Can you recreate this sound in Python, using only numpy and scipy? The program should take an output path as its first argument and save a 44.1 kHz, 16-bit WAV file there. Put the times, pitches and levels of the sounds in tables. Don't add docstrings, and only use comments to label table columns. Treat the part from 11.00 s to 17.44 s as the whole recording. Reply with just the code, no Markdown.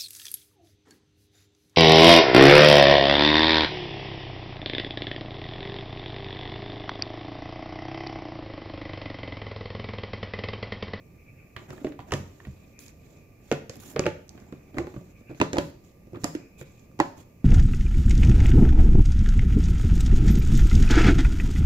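import sys
import numpy as np
from scipy import signal
from scipy.fft import rfft, irfft
from scipy.io import wavfile
from scipy.ndimage import uniform_filter1d

SR = 44100
rng = np.random.default_rng(int(sys.argv[2]) if len(sys.argv) > 2 else 0)


def log_audio(samples):
    frames = np.atleast_2d(samples).T
    limited = np.clip(frames, -1, 1)
    pcm = np.round(limited * 32767).astype(np.int16)
    wavfile.write(sys.argv[1], SR, pcm)


def convert_level_to_amplitude(level_db):
    exponent = np.asarray(level_db, float) / 20
    return 10 ** exponent


N = 284180
ONSET = .003
PRE_ROLL = 64

# (centre_hz, level_db_per_hz)
TICK_TONE = [(3500, 0.5), (5200, 9.5), (7200, 9.5), (8800, -9), (10000, -3.5), (13000, -13), (15500, -58),
             (17000, -63)]
# (centre_hz, likeness_0_to_1)
PORT_LIKENESS = [(30, 0.96), (300, 0.96), (700, 0.093), (1500, 0.025), (4000, 0.017), (16000, 0.054)]


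def evened(x):
    return x / np.sqrt(np.mean(x ** 2) + 1e-20)


def read(points, hz):
    f, value = np.transpose(points)
    return np.interp(np.log(hz + 1), np.log(f + 1), value)


def add(mix, s, sound):
    part = mix[..., round(s * SR):][..., :sound.shape[-1]]
    part += sound[..., :part.shape[-1]]


def noise(tone, same, patchy_db, size=512):
    frames = 4 * N // size + 5
    hz = np.fft.rfftfreq(size, 1 / SR)
    a, b, c, d, patches = rng.standard_normal((frames, len(hz), 5)).T
    patches = uniform_filter1d(patches, size=8, axis=0)
    patches = evened(uniform_filter1d(patches, size=10, axis=1))
    same = np.clip(read(same, hz), -1, 1)[:, None]
    left, other = a + 1j * b, c + 1j * d
    z = np.array([left, same * left + np.sqrt(1 - same ** 2) * other])
    z *= convert_level_to_amplitude(read(tone, hz)[:, None] + patchy_db * patches)
    return evened(signal.istft(z, nperseg=size, noverlap=3 * size // 4)[1][:, :N])


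def ring(modes, t, spread_db, detune, rise):
    hz, db, t60 = np.transpose(modes)[:, :, None]
    luck = rng.standard_normal((3, len(modes), 1))
    waves = np.sin(2 * np.pi * hz * (1 + detune * luck[0]) * t + .35 * luck[2])
    dying = convert_level_to_amplitude(db + spread_db * luck[1] - 60 * t / t60)
    sound = (dying * waves).sum(0) * (1 - np.exp(-t / rise))
    return sound / abs(sound).max()


def burst(tone, t, t60, tail_db, tail_t60, snap):
    head, left, right = rng.standard_normal((len(t), 3)).T
    grit = (head + 0.75 * np.array([left, -left])) * convert_level_to_amplitude(-60 * t / t60) + snap * (t == 0)
    grit += (0.66 * head + np.array([left, right])) * convert_level_to_amplitude(tail_db - 60 * t / tail_t60)
    z = rfft(np.roll(grit, PRE_ROLL, axis=1)) * convert_level_to_amplitude(read(tone, np.fft.rfftfreq(len(t), 1 / SR)))
    sound = irfft(z, len(t))
    return sound / abs(sound).max()


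def ports(sound, s, pan_db=0):
    # (time_s, lag_samples)
    lags = [(0, 1.7), (1.5, 3.6), (3, 2.6), (4.5, 10.5), (6.4, 6.3)]
    # (centre_hz, left_right_db)
    shadow = [(60, -1.5), (300, -2.8), (600, -2), (1300, -6), (2600, -1), (5000, -4), (9000, -9),
              (14000, -7)]
    bass_hz = 71
    size = sound.shape[-1]
    hz = np.fft.rfftfreq(size, 1 / SR)
    lag = np.interp(s, *np.transpose(lags)) / SR
    half = convert_level_to_amplitude((read(shadow, hz) + pan_db) / 2)
    way = np.array([half * np.exp(-2j * np.pi * hz * lag), 1 / half])
    way = way / np.sqrt(1 + (bass_hz / (hz + 1)) ** 8)
    fade_out = np.clip(np.arange(size)[::-1] / 600 - 1, 0, 1)
    return irfft(rfft(sound) * way, size) * fade_out


def fan():
    # (centre_hz, level_db_per_hz)
    hum_tone = [(12, -28), (20, -8.5), (105, 2.5), (273, -6.5), (583, -13), (994, -27.5), (1180, -22),
                (1350, -34.5), (2510, -22.5), (3140, -39), (7100, -33), (8890, -45), (12100, -34),
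                (15500, -34.5), (16000, -70)]
    # (middle_s, half_width_s, level_db)
    gusts = [(0.02, 0.4, -72.5), (.2, 0.026, -70), (.3, 0.023, -63), (.4, .035, -61.5), (.5, 0.034, -71.5),
             (.95, 0.3, -74), (1.62, 0.054, -70.5), (1.78, 0.033, -62), (1.89, .03, -60.5),
             (2.2, 0.039, -71.5), (2.5, 0.59, -70.5), (3.72, 0.19, -69.5), (4.17, 0.045, -65),
             (4.285, 0.011, -57.5), (4.3, .05, -63), (5.46, 0.07, -61.5), (5.64, 0.037, -65),
             (5.8, 0.094, -71.5), (6.28, 0.2, -75.5)]
    t = np.arange(N) / SR
    hum = convert_level_to_amplitude(-53) * noise(hum_tone, PORT_LIKENESS, patchy_db=1.0, size=2048) * convert_level_to_amplitude([[-.8], [.8]])
    band = [(1950, -21), (2240, -12), (2340, -3.5), (2420, -7), (2510, -2.0), (2620, -14), (2900, -33)]
    band = [(20, -90)] + band + [(9000, -90)]
    whistle = noise(band, [(2000, .4), (3000, .4)], patchy_db=3.0, size=1024)
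    draught = convert_level_to_amplitude(-95)
    for s, width, db in gusts:
        draught = draught + convert_level_to_amplitude(db) * np.exp(-.5 * ((t - s) / width) ** 2)
    wander_hz = 1.5 * evened(uniform_filter1d(rng.standard_normal(N), size=2000))
    whine = np.sin(2 * np.pi * np.cumsum(1187 + wander_hz) / SR)
    return hum + draught * whistle + convert_level_to_amplitude(-75.5) * whine


def knocks():
    # (pitch_hz, level_db, t60_s)
    walls = [(87, -21, 0.25), (158.5, -12, 0.1), (226.4, -7, 0.045), (292, -4, 0.069), (353.4, -6.5, 0.12),
             (442.4, -5.5, 0.057), (510.5, -3.5, 0.048), (591, -6, 0.072)]
    rim_modes = [(714, -2, 0.065), (759, -10.5, 0.075), (821, -4.5, 0.082), (913, 6, 0.011),
                 (1051, 0.5, 0.033), (1158, 5, 0.021), (1360, -17, 0.038)]
    # (centre_hz, level_db_per_hz)
    crack_tone = [(900, -64), (1400, 0.5), (1950, 0), (2500, -2), (3000, -6.5), (4600, -13), (6000, -35)]
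    rattle_tone = [(400, -3), (650, -22), (900, 10.5), (1300, -14), (1800, -6), (2600, -36)]
    # (start_s, blow_db, panel_pitch_hz, rim_share_db, tick_share_db)
    blows = [(0.702, -30, 110, -9, -5), (1.118, -19, 412, -3.5, -2.5), (1.1344, -20.5, 136, -8, -3),
             (2.521, -19, 139, -6, -7), (2.6929, -28, 102, -14, 0), (3.062, -14, 344, -11.5, -14.5),
             (3.781, -20, 358, -4, -11.5), (4.398, -15, 435, -15, -16), (4.4116, -12.5, 333, -4.5, -8.5),
             (4.5291, -17, 355, -10, -8.5), (4.581, -12, 322, -6, -11), (5.348, -25, 307, -49, -12),
             (5.988, -30.5, 194, -3, -8), (5.9982, -12.5, 323, -0.5, -9.5)]
    # (start_s, blow_db, panel_pitch_hz, rim_share_db, crack_share_db)
    clacks = [(0.562, -31.5, 104, -1.5, 5.5), (0.777, -41.5, 135, -2, -2), (0.919, -40.5, 282, -12, 1),
              (0.989, -32.5, 123.6, 0.5, -5.5), (1.399, -54, 114, 7.5, 9), (1.448, -56, 120.2, 8.5, 17),
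              (2.5125, -15.5, 436, -13, -3.5), (2.959, -16.5, 480, -7, -5.5), (2.991, -12.5, 397, -12, -7),
              (3.054, -18, 406, -19, -8), (3.374, -44.5, 250, -6.5, 0), (3.768, -24.5, 294, -13, -15),
              (3.867, -28, 350, -7.5, -10), (4.344, -41, 124, -14, -1), (5.156, -32, 159, -7, -11),
              (5.235, -27.5, 460, -30, -5), (5.2405, -16.5, 302, -5.5, -7), (5.61, -28.5, 151, -15, -10)]
    # (start_s, blow_db, panel_pitch_hz, rim_share_db)
    presses = [(0.813, -32.5, 266, -24), (0.8435, -16.5, 379, -22), (0.866, -23, 288, -15),
               (1.472, -47, 130, -37), (2.933, -34.5, 277, -25), (3.522, -25.5, 285, -14.5),
               (3.741, -30.5, 253, -18), (3.8, -28, 328, -33), (3.84, -34.5, 269, -14),
               (3.938, -34, 307, -7.5), (3.9632, -33, 263, -11.5), (4.009, -33.5, 117, -35),
               (4.207, -43.5, 120, -35), (4.298, -35, 340, -41), (4.31, -30.5, 368, -32),
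               (4.424, -24, 292, -17.5), (4.555, -20.5, 347, -10), (5.068, -38, 230, -36),
               (5.13, -28, 333, -54), (5.146, -35, 330, -2.5), (5.167, -31, 314, -31),
               (5.408, -44, 308, -27)]
    grazes = [
        (1.0, -47, 320, -3, 6),
        (4.567, -22, 340, -3.5, -5),
        (1.1245, -25, 210, -1, -2),
        (3.037, -33, 310, -4, 0),
        (1.106, -41, 310, -3, 2),
    ]

    hard = [(s, db, hz, rim, -4 + 0.027 * rim, tick) for s, db, hz, rim, tick in blows]
    flat = [(*row, -17 + .7 * row[-1]) for row in clacks]
    light = [(*row, -9) for row in grazes]
    soft = [(*row, -9.5 + 0.32 * row[-1], -24) for row in presses]

    out, t = np.zeros((2, N)), np.arange(8192) / SR
    for s, db, hz, rim_db, crack_db, tick_db in sorted(hard + flat + soft) + light:
        near = [(f, level - 1.2 * abs(np.log2(f / hz)), t60) for f, level, t60 in walls]
        body = ring(near + [(hz, 6, .04)], t, spread_db=5.0, detune=0.036, rise=0.0017)
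        rim = convert_level_to_amplitude(rim_db) * ring(rim_modes, t, spread_db=5.0, detune=0.034, rise=0.00069)
        crack = convert_level_to_amplitude(crack_db) * burst(crack_tone, t, t60=0.012, tail_db=-10.5, tail_t60=0.17, snap=5.05)
        tick = convert_level_to_amplitude(tick_db) * burst(TICK_TONE, t, t60=0.013, tail_db=-17.0, tail_t60=0.25, snap=3.8)
        rattle = burst(rattle_tone, t, t60=0.0084, tail_db=-11.5, tail_t60=0.14, snap=4.2)
        rattle = convert_level_to_amplitude(rim_db - 7.0) * rattle
        blow = np.roll(.8 * body + rim, PRE_ROLL) + rattle + crack + tick
        add(out, s + ONSET - PRE_ROLL / SR, ports(convert_level_to_amplitude(db) * blow, s))
    return out


def pings():
    # (start_s, peak_db,
    # pitch_hz, t60_s)
    patch_rings = [(0.564, -38, 1950, 0.021), (0.563, -45, 1310, 0.035), (0.78, -42, 1790, .02),
                   (0.888, -32, 293, 0.2), (0.992, -36.5, 898, 0.021), (1.1208, -14, 1220, 0.0087),
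                   (1.126, -17, 760, 0.011), (1.137, -23, 1820, 0.018), (1.141, -31, 213, 0.14),
                   (1.402, -40.5, 1820, 0.024), (1.451, -38.5, 1890, .02), (2.5149, -5.5, 437, 0.02),
                   (2.515, -27, 142.7, 0.28), (2.515, -18.5, 2250, 0.01), (2.5224, -11.5, 307, 0.029),
                   (2.756, -38, 12600, .004), (2.767, -36, 11500, .004), (2.793, -46, 3480, .008),
                   (2.962, -31, 5200, 0.0045), (2.9935, -19, 4690, 0.0066), (3.038, -30, 2550, 0.016),
                   (3.064, -21, 640, .012), (3.064, -25, 151, .15), (3.0673, -11, 336, 0.053),
                   (3.784, -19, 2010, 0.013), (3.7886, -20, 341, 0.14), (3.9645, -25, 260, 0.026),
                   (4.402, -30, 85.5, 0.21), (4.414, -10, 2606, 0.015), (4.414, -9, 965, 0.024),
                   (4.414, -11, 345, 0.08), (4.4237, -11.5, 338, 0.032), (4.543, -22, 513, 0.035),
                   (4.557, -31, 1800, .01), (4.5685, -14, 710, 0.011), (4.584, -18.5, 4240, 0.0045),
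                   (4.5846, -24.5, 3250, 0.024), (4.582, -12, 502, 0.02), (5.146, -43, 2500, .008),
                   (5.157, -44.5, 3480, 0.0061), (5.3508, -19, 300, 0.07), (6.0009, -2, 910, .011),
                   (6.0005, -6, 313, 0.051), (6.0008, -15, 825, 0.05), (6.0015, -16, 1900, 0.031),
                   (6.0015, -18, 7100, 0.0059), (6.002, -32, 152, 0.15), (6.0019, -16, 490, 0.035),
                   (6.002, -36, 3400, 0.026), (6.001, -31, 4360, .008),
                   (0.564, -34, 2800, .008), (.705, -42, 3500, .006), (.708, -38, 700, .012),
                  (.766, -48, 3800, .005), (0.8455, -22, 600, 0.0076), (0.846, -40, 2000, 0.005),
                  (.868, -36, 1890, .008), (.872, -25.5, 298, 0.056), (.993, -40, 1800, .008),
                  (1.003, -46, 2900, .006), (1.109, -33, 2900, 0.0066), (1.1215, -15, 1900, 0.0054),
                  (1.1217, -20, 3000, 0.0054), (1.1197, -28, 5500, .005), (1.137, -19, 3000, .005),
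                  (2.516, -24, 1100, .004), (2.523, -24, 1500, .006), (2.962, -23, 1300, .006),
                  (2.9935, -24, 5900, .005), (3.056, -32, 5000, .005), (3.0645, -19, 2400, .005),
                  (3.0654, -15, 1300, 0.0056), (3.069, -20, 440, 0.013), (3.088, -30, 2600, .006),
                  (3.769, -32, 1500, 0.0065), (3.9645, -34, 1000, .006), (4.211, -37, 210, 0.032),
                  (4.309, -30, 420, .02), (4.347, -46, 2500, .008), (4.4025, -18, 430, .025),
                  (4.415, -14, 1700, 0.0047), (4.428, -33, 3900, .006), (4.531, -22, 6000, .005),
                  (4.557, -36, 3600, .005), (4.569, -24, 2000, .005), (4.5838, -24.5, 9500, 0.0034),
                  (5.237, -34, 3900, .006), (5.2515, -20, 400, .02), (5.613, -40, 2270, .015),
                  (5.612, -36, 7100, 0.0094), (5.915, -50, 1200, .008), (5.993, -22, 300, 0.037),
                  (6.0015, -26, 4700, .006), (6.0015, -24, 3800, .006), (6.012, -30, 2500, .015),
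                  (6.015, -34, 4300, .008)]
    rise_cycles = 0.39
    room_cycles = 17.5
    out, spread, t = np.zeros((2, N)), np.zeros(N), np.arange(12000) / SR
    for s, db, hz, t60 in patch_rings:
        rise = 1 - np.exp(-t * hz / rise_cycles)
        swing = np.sin(2 * np.pi * hz * t) * rise * convert_level_to_amplitude(db - 60 * t / t60)
        speed = ports(np.gradient(swing) * SR / (2 * np.pi * hz), s)
        add(out, s, speed)
        add(spread, s, speed.mean(0) * convert_level_to_amplitude(-0.5 - 60 * t * hz / room_cycles))
    return out, spread


def pressure():
    # (start_s, length_s, hiss_db, shuffle_db)
    drags = [(.58, 0.097, -65.5, -50.5), (.715, 0.18, -62.5, -47.5), (.88, 0.063, -67.5, -54),
             (1.0, 0.037, -68, -61), (1.14, .11, -59, -50), (1.25, 0.2, -66, -56), (1.44, 0.3, -68, -60.5),
             (1.79, 0.083, -54, -56.5), (2.72, 0.088, -60.5, -49), (2.798, 0.046, -53, -50.5),
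             (2.998, .055, -59, -55), (3.295, 0.42, -70.5, -54.5), (3.86, 0.27, -66, -59),
             (4.29, 0.055, -70, -48), (4.59, .12, -58, -52), (4.835, 0.088, -65, -74),
             (5.14, 0.04, -85, -43), (5.25, 0.12, -57.5, -49), (5.355, 0.082, -84, -50.5),
             (5.65, 0.22, -67, -66), (6.01, .12, -63, -52)]
    slides = [(.68, 0.031, -61, -41.5), (1.05, 0.15, -63.5, -48), (1.85, 0.079, -61.5, -56.5),
              (1.94, 0.34, -68.5, -61.5), (2.4, 0.24, -62, -57), (2.811, 0.15, -53.5, -47.5),
              (3.721, 0.14, -63, -44), (4.159, 0.067, -68, -67), (4.34, 0.069, -63, -56),
              (5.19, 0.059, -61, -60), (5.571, 0.07, -56.5, -54.5), (6.155, 0.09, -59.5, -51)]
    grip_s, ease_db = 0.0067, -6.5
    gains = np.zeros((3, N))
    for rows in (drags, slides):
        for s, length, hiss_db, low_db in rows:
            u = np.arange(1, round(length * SR)) / (length * SR)
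            if rows is drags:
                shape = np.minimum(np.minimum(u, 1 - u) * length / grip_s, 1) * convert_level_to_amplitude(ease_db * u)
            else:
                shape = np.sin(np.pi * u) ** 1.34
            fizz = convert_level_to_amplitude(1.87 * (hiss_db + 54.5) - 57.5) * shape
            add(gains, s, np.array([convert_level_to_amplitude(hiss_db) * shape, fizz, convert_level_to_amplitude(low_db) * shape]))
    return gains


def rubs():
    # (centre_hz, level_db_per_hz)
    hiss_tone = [(710, -50), (1200, -13), (1650, -1), (2980, -1), (3390, 3), (4980, -2.5), (7300, 6),
                 (9180, -25), (13000, -6), (16400, -30)]
    fizz_tone = [(6000, -37), (9000, -0.5), (10500, 1), (13000, -1), (15500, 0), (16000, -31)]
    shuffle_tone = [(47, -29), (80, -8.5), (333, 3.5), (457, -33), (584, -7), (1050, -17), (2500, -22),
                    (3250, -49), (5500, -120)]
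    hiss_gain, fizz_gain, low_gain = pressure()
    flutter = convert_level_to_amplitude(1.8 * evened(uniform_filter1d(rng.standard_normal(N), size=300)))
    hiss = noise(hiss_tone, [(1000, 0.076), (9000, 0.048)], patchy_db=2.5, size=256) * convert_level_to_amplitude([[-3], [2.5]])
    fizz = noise(fizz_tone, [(1000, .4), (9000, 0.26)], patchy_db=-2.0, size=256) * convert_level_to_amplitude([[-4], [3]])
    low = noise(shuffle_tone, [(100, 1.0), (2000, 0.095)], patchy_db=3) * convert_level_to_amplitude([[-1.4], [1.4]])
    return flutter * (hiss_gain * hiss + fizz_gain * fizz + low_gain * low)


def thuds():
    # (start_s, peak_db, pitch_hz, t60_s)
    pushes = [(1.121, -22, 146.3, 0.19), (1.2, -32, 140, 0.14), (1.471, -27, 127, 0.14),
              (2.515, -56, 133, 0.16), (2.957, -29.5, 147, 0.21), (2.992, -22, 163, 0.11),
              (3.057, -36, 149, 0.17), (3.781, -29, 124.3, 0.22), (3.963, -26, 127, 0.084),
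              (4.295, -35.5, 126, 0.093), (4.404, -24, 185.3, 0.21), (4.529, -29.5, 140.7, 0.23),
              (4.583, -25.5, 168, 0.088), (4.648, -34.5, 125, 0.089), (4.718, -58, 173.4, 0.14),
              (5.123, -32, 176.6, 0.2), (5.235, -26, 161, 0.092)]
    out, t = np.zeros((2, N)), np.arange(12000) / SR
    for s, db, hz, t60 in pushes:
        modes = [(hz, 0, t60), (0.61 * hz, -4, t60), (1.472 * hz, -7, t60)]
        push = ring(modes, t, spread_db=3.5, detune=0.021, rise=0.0024)
        add(out, s, ports(convert_level_to_amplitude(db - 0.5) * push, s))
    return out


def ticks():
    # (start_s, peak_db, centre_hz, left_right_db)
    edge_ticks = [
        (1.7895, -34, 14000, 9),
        (1.8617, -47, 5350, 20),
        (1.8808, -38, 6600, -10),
        (2.7554, -67.5, 13100, -18),
        (2.766, -47, 12900, 0),
        (3.2795, -53, 6970, -20),
        (3.2914, -35, 5260, -18),
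        (3.3303, -62, 5250, -2),
        (4.8464, -52, 7050, 1),
        (5.915, -61, 5190, 17),
    ]
    hard_snaps = [
        (5.235, -32, 5400, -3),
        (5.2415, -21, 13000, -25),
        (5.2425, -25, 22000, -27),
        (2.9927, -19, 3500, -17),
        (2.514, -24, 10000, 13.5),
        (3.4, -45, 15000, 2),
        (2.755, -37, 21000, -6),
    ]
    out, t = np.zeros((2, N)), np.arange(4096) / SR
    for s, db, hz, pan_db in list(edge_ticks) + list(hard_snaps):
        tone = [(f, level - 4 * abs(np.log2(f / hz))) for f, level in TICK_TONE]
        click = burst(tone, t, t60=0.0052, tail_db=-27, tail_t60=0.052, snap=2.94)
        add(out, s + ONSET / 2 - PRE_ROLL / SR, ports(convert_level_to_amplitude(db) * click, s, pan_db + 6))
    return out


def room(x):
    # (centre_hz, t60_s)
    decay = [(100, 0.51), (300, 0.4), (1000, 0.39), (2500, 0.42), (6000, 0.5), (14000, 0.19)]
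    # (centre_hz, level_db)
    answer_tone = [(100, -9), (300, -10), (900, -7), (2500, -8.5), (6000, -9.5), (9000, -12), (15000, -6.5)]
    taps = np.zeros((2, SR))
    at = np.arange(220, SR - 20, 20) + rng.integers(0, 20, (2, (SR - 221) // 20))
    np.put_along_axis(taps, at, rng.choice([-1., 1.], at.shape), 1)
    hz, t, z = signal.stft(taps, SR, nperseg=256)
    same = np.clip(read(PORT_LIKENESS, hz), 0, 1)[:, None]
    z[1] = same * z[0] + np.sqrt(1 - same ** 2) * z[1]
    tail = signal.istft(z * convert_level_to_amplitude(-60 * t / read(decay, hz)[:, None]), SR, nperseg=256)[1]
    tail *= np.arange(tail.shape[1]) > 200
    z = rfft(tail / np.linalg.norm(tail[0]))
    tail = irfft(z * convert_level_to_amplitude(read(answer_tone, np.linspace(0, SR / 2, z.shape[1]))))
    return signal.fftconvolve(x[None], tail, axes=1)[:, :N]


def scene():
    near = knocks() + thuds() + ticks() + rubs()
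    direct_pings, spread = pings()
    return near + direct_pings + room(near.mean(0) + spread) + fan()


def roll_off(x):
    return signal.sosfilt(signal.butter(12, 16830, fs=SR, output="sos"), x)


def record(dry):
    size = abs(dry)
    held = np.sign(dry) * np.where(size > .7, .7 + .29 * np.tanh((size - .7) / .29), size)
    held = signal.oaconvolve(held, signal.firwin(301, 16400, fs=SR)[None], "same")
    return roll_off(held)


dry = scene()
out = record(dry)
log_audio(out)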